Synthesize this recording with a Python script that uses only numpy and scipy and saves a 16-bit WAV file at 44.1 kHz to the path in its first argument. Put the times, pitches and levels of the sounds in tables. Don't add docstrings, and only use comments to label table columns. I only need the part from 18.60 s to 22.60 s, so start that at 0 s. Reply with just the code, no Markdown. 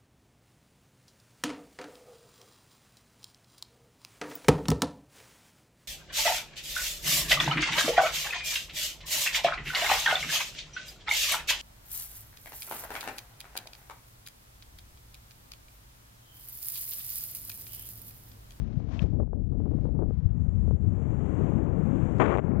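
import sys
import numpy as np
from scipy import signal
from scipy.fft import rfft, irfft, next_fast_len
from scipy.io import wavfile
from scipy.ndimage import uniform_filter1d, map_coordinates

SR = 44100
rng = np.random.default_rng(int(sys.argv[2]) if len(sys.argv) > 2 else 0)


def dump_mix(stems):
    frames = np.atleast_2d(stems).T
    limited = np.clip(frames, -1, 1)
    pcm = np.round(limited * 32767).astype(np.int16)
    wavfile.write(sys.argv[1], SR, pcm)


N = 176400
TIME_S = np.arange(N) / SR


def amp(db):
    return 10 ** (np.asarray(db) / 20)


def unit(x):
    return x / np.sqrt(np.mean(x ** 2) + 1e-20)


def along(points, hz):
    frequency_hz, level_db = np.transpose(points)
    return np.interp(np.log(hz + 1), np.log(frequency_hz + 1), level_db)


def curves(rows):
    time_s, *columns = np.transpose(rows)
    return [np.interp(TIME_S, time_s, column) for column in columns]


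def wobble(knots_per_s):
    return map_coordinates(rng.standard_normal(4096), [TIME_S * knots_per_s], mode="mirror")


def bell(centre_s, width_s):
    return np.exp(-((TIME_S - centre_s) / width_s) ** 2)


def filtered(x, response):
    size = next_fast_len(N + SR // 2)
    return irfft(rfft(x, size) * response(np.fft.rfftfreq(size, 1 / SR)), size)[:N]


def noise(spectrum):
    return unit(filtered(rng.standard_normal(N), lambda hz: amp(along(spectrum, hz))))


def steadied(x, span_s):
    window = np.hanning(int(span_s * SR) + 3)
    energy = np.abs(signal.fftconvolve(x ** 2, window, "same"))
    weight = signal.fftconvolve(np.ones(N), window, "same")
    return x / np.sqrt(energy / weight + 1e-9)


def through_body(x, spectrum, size=4096):
    cepstrum = irfft(np.log(amp(along(spectrum, np.fft.rfftfreq(size, 1 / SR)))))
    cepstrum[1:size // 2] *= 2
    cepstrum[size // 2 + 1:] = 0
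    ring = irfft(np.exp(rfft(cepstrum)))
    return signal.fftconvolve(x, ring / np.linalg.norm(ring))[:N]


def taps(rows):
    start_s, level_db = np.transpose(rows)
    return np.bincount(np.round(start_s * SR).astype(int), amp(level_db), N)


def gritty(knocks, grit_db, t60_s=0.0074, size=512):
    decay = amp(-60 * np.arange(size) / SR / t60_s)
    envelope = signal.fftconvolve(knocks, decay / np.linalg.norm(decay))[:N]
    grit = envelope * rng.standard_normal(N)
    return (knocks + amp(grit_db) * grit) / np.sqrt(1 + amp(grit_db) ** 2)


def harness():
    # start_s, level_db
    contacts = [(1.243, -46.5), (1.648, -47.5), (1.711, -49.5), (2.078, -47.5), (3.585, -38)]
    # frequency_hz, relative_db
    response = [(1000, -31.5), (3500, 6), (6500, 2.5), (8000, -9.5), (9500, -22.5)]
    return through_body(taps(contacts), response)


def sleeve(gain_db=29):
    # time_s, relative_db
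    rubbing = [(0.02, -84), (0.276, -85.5), (0.342, -71.5), (0.38, -77.5), (0.43, -70.5), (0.44, -81.5),
               (0.678, -107), (1.258, -90), (1.388, -110), (1.536, -91), (1.8, -103), (2.08, -100),
               (2.3, -108)]
    # frequency_hz, density_db
    spectrum = [(200, 2), (600, 25), (1200, 15), (2300, 9), (5200, 0), (6200, -2.5), (7300, -9.5),
                (8300, -17.5), (9500, -36.5)]
    level_db, = curves(rubbing)
    rustle = noise(spectrum) * amp(1.4 * wobble(200))
    return amp(gain_db + level_db) * unit(rustle)


def buckle(start_s=0.3932, attack_s=0.00056, gain_db=-23.5):
    # pitch_hz, relative_db, t60_s
    modes = [(2660, 6, 0.0078), (3080, 2.5, 0.0076)]
    age = np.maximum(TIME_S - start_s, 0)
    ring = sum(amp(db - 60 * age / t60) * np.sin(2 * np.pi * hz * age) for hz, db, t60 in modes)
    return amp(gain_db) * ring * (1 - np.exp(-age / attack_s))


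def rasp(gain_db=-15, scrape_db=-28, grit_db=0.5, scatter_periods=0.16, spread_db=0.2):
    # time_s, slips_per_s, relative_db
    stroke = [(3.594, 400, -20), (3.601, 400, 1), (3.642, 360, -5.5), (3.648, 300, -7.5), (3.712, 280, -9),
              (3.731, 260, -6), (3.759, 160, -14.5)]
    # start_s, level_db
    last_slips = [(3.754, -2), (3.7635, 0), (3.7745, 3.5), (3.7845, 2), (3.789, -14), (3.7925, 0.5),
                  (3.799, -10)]
    # frequency_hz, relative_db
    response = [(60, -22), (200, -2), (450, 3.5), (800, -5.5), (1100, -6), (1600, -14.5), (2400, -20.5),
                (3200, -30.5), (4000, -45), (5000, -58), (7200, -45), (9500, -74)]
    slips_per_s, level_db = curves(stroke)
    moving = (TIME_S > stroke[0][0]) & (TIME_S < stroke[-1][0])
    slip_count = np.floor(np.cumsum(slips_per_s) / SR)
    due = np.flatnonzero(np.diff(slip_count))
    scrape = amp(scrape_db) * rng.standard_normal(N)
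    shift, strength = rng.standard_normal((2, N))[:, due]
    onsets = np.clip(due + scatter_periods * shift * SR / slips_per_s[due], 0, N - 1).astype(int)
    slips = np.bincount(onsets, amp(spread_db * strength), N)
    vibration = through_body(gritty(slips, grit_db) + scrape, response)
    force = uniform_filter1d(moving * amp(gain_db + level_db), size=64)
    snaps = through_body(gritty(taps(last_slips), grit_db), response)
    return force * steadied(vibration, span_s=0.0092) + snaps


def bumps():
    # start_s, level_db
    impacts = [(.202, -13.5), (.601, -9), (.677, -19.5), (.732, -5), (.924, -16), (1.057, -10),
               (1.254, -8.5), (1.423, -2.5), (1.433, -7), (1.508, -8.5), (2.079, -11), (2.11, -2),
               (2.879, -11), (2.921, -5), (3.835, -18)]
    # frequency_hz, relative_db
    response = [(100, 0), (450, 12.5), (800, -0.5), (1200, -11.5), (1620, -21), (2000, -46), (3000, -68)]
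    return through_body(gritty(taps(impacts), grit_db=-12.5), response)


def thumps(jolts_per_s=500, attack_s=0.0016):
    # start_s, decay_s, level_db
    eddies = [(0.42, 0.042, -31.5), (0.527, 0.11, -36.5), (0.596, 0.017, -26), (0.624, 0.009, -27),
              (0.728, 0.079, -43), (0.921, 0.06, -38.5), (1, 0.0071, -24.5), (1.055, .028, -31),
              (1.108, 0.05, -34), (1.182, 0.013, -33.5), (1.246, 0.058, -32.5), (1.344, 0.029, -34),
              (1.387, 0.011, -22), (1.401, 0.047, -29), (1.499, 0.018, -36.5)]
    # frequency_hz, relative_db
    response = [(30, -6), (100, 2), (300, 3), (520, -0.5), (750, -11.5), (1100, -22), (1650, -39),
                (2300, -49.5), (3500, -73)]
    push = np.zeros(N)
    for start_s, decay_s, level_db in eddies:
        age = np.maximum(TIME_S - start_s, 0)
        push += amp(level_db) * (1 - np.exp(-age / attack_s)) * bell(start_s, decay_s)
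    jolts = (rng.random(N) < jolts_per_s / SR) * rng.choice([-1, 1], N)
    return through_body(push * steadied(jolts, span_s=0.06), response)


def puffs(width_cycles=0.61):
    # centre_s, pitch_hz, envelope_peak_db
    eddies = [(.175, 131, -13), (0.35, 183, -19), (0.425, 149, -11.5), (0.446, 72.3, -15),
              (0.63, 102, -15.5), (1.152, 236, -15), (1.662, 76.3, -8.5), (2.503, 105, -11.5),
              (3.435, 129, -13)]
    pressure = np.zeros(N)
    for centre_s, pitch_hz, peak_db in eddies:
        swing = np.sin(2 * np.pi * (pitch_hz * (TIME_S - centre_s) + rng.random()))
        pressure += amp(peak_db) * bell(centre_s, width_cycles / pitch_hz) * swing
    return pressure


def buffeting(gain_db=6):
    # time_s, relative_db
    strength = [(0.0, -48.5), (0.19, -43), (0.5, -45), (0.6, -33), (0.67, -55), (0.79, -36.5), (0.84, -48),
                (0.95, -37.5), (1.5, -39), (1.54, -64), (2.26, -38.5), (2.4, -43.5)]
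    # frequency_hz, density_db
    spectrum = [(70, -22), (140, -2), (230, 0.5), (330, -6), (500, -18), (750, -27.5), (1100, -49),
                (3000, -86.5)]
    level_db, = curves(strength)
    lumps = noise(spectrum) * amp(2.0 * wobble(70))
    return amp(gain_db + level_db) * steadied(lumps, span_s=0.079)


def rumble(gain_db=5.5, deep_hz=63, thins_from_s=1.06, thins_db_per_s=3.5):
    # time_s, relative_db
    strength = [(0.0, -27.5), (0.08, -37), (0.38, -34.5), (0.53, -28), (0.645, -30.5), (0.68, -35.5),
                (0.81, -31), (1.58, -29), (1.78, -27.5), (2.15, -23), (2.18, -34), (2.26, -22.5),
                (2.36, -30), (3.0, -29), (3.92, -30), (4.0, -23)]
    # frequency_hz, density_db
    spectrum = [(15, -36), (25, -12.5), (40, -4.5), (68, -3.5), (100, -7.5), (150, -10.5), (230, -22),
                (400, -41.5), (1000, -95)]
    level_db, = curves(strength)
    air = steadied(noise(spectrum), span_s=0.12)
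    deep = filtered(air, lambda hz: 1 / (1 + (hz / deep_hz) ** 6))
    deep_kept = amp(-thins_db_per_s * np.maximum(TIME_S - thins_from_s, 0))
    return amp(gain_db + level_db) * (air - (1 - deep_kept) * deep)


def rush(roar_db=39.5, hiss_db=-30, hiss_db_per_flow_db=0.59, treble_hz=1800):
    # time_s, relative_db
    airflow = [(0.93, -101), (1.0, -84.5), (1.1, -88), (1.14, -81.5), (1.28, -87.5), (2.11, -78),
               (2.15, -84), (2.41, -72), (2.82, -64.5)]
    # frequency_hz, density_db
    roar_spectrum = [(50, -23), (140, 0), (300, -7), (500, -16), (750, -23), (1100, -28.5), (1600, -36),
                     (2500, -43), (3200, -50.5), (4000, -62.5), (5000, -76.5), (9000, -94.5)]
    # frequency_hz, density_db
    hiss_spectrum = [(3000, -30.5), (5000, -17.5), (6000, -1.5), (7200, 5), (8200, -3), (9000, -21.5),
                     (10000, -36)]
    flow_db, = curves(airflow)
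    roar_gain = amp(roar_db + flow_db + 0.23 * wobble(6.7))
    roar = roar_gain * unit(noise(roar_spectrum) * amp(0.69 * wobble(150)))
    onset_db, = curves([(1.7, -15.5), (1.78, 0)])
    hiss_gain = amp(hiss_db + onset_db + hiss_db_per_flow_db * flow_db + 0.4 * wobble(15))
    hiss = hiss_gain * noise(hiss_spectrum)
    low_roar = filtered(roar, lambda hz: np.exp(-(hz / treble_hz) ** 2))
    lull = amp(-6 * bell(centre_s=3.107, width_s=0.17))
    return low_roar + lull * (roar - low_roar + hiss)


def scene():
    dip = amp(-7.5 * bell(centre_s=3.816, width_s=0.016))
    wind = dip * (rumble() + puffs() + buffeting() + thumps() + rush())
    contacts = bumps() + sleeve() + buckle() + harness() + rasp()
    return np.array([wind + contacts, np.zeros(N)])


def record(dry, treble_hz=2500, fade_from_s=3.777, fade_db_per_s=92.5, band_limit_hz=9650):
    fade = amp(-fade_db_per_s * np.maximum(TIME_S - fade_from_s, 0))
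    low = np.array([filtered(x, lambda hz: 1 / (1 + (hz / treble_hz) ** 12)) for x in dry])
    dulled = low + fade * (dry - low)
    return np.array([filtered(x, lambda hz: hz < band_limit_hz) for x in dulled])


dry = scene()
out = record(dry)
dump_mix(out)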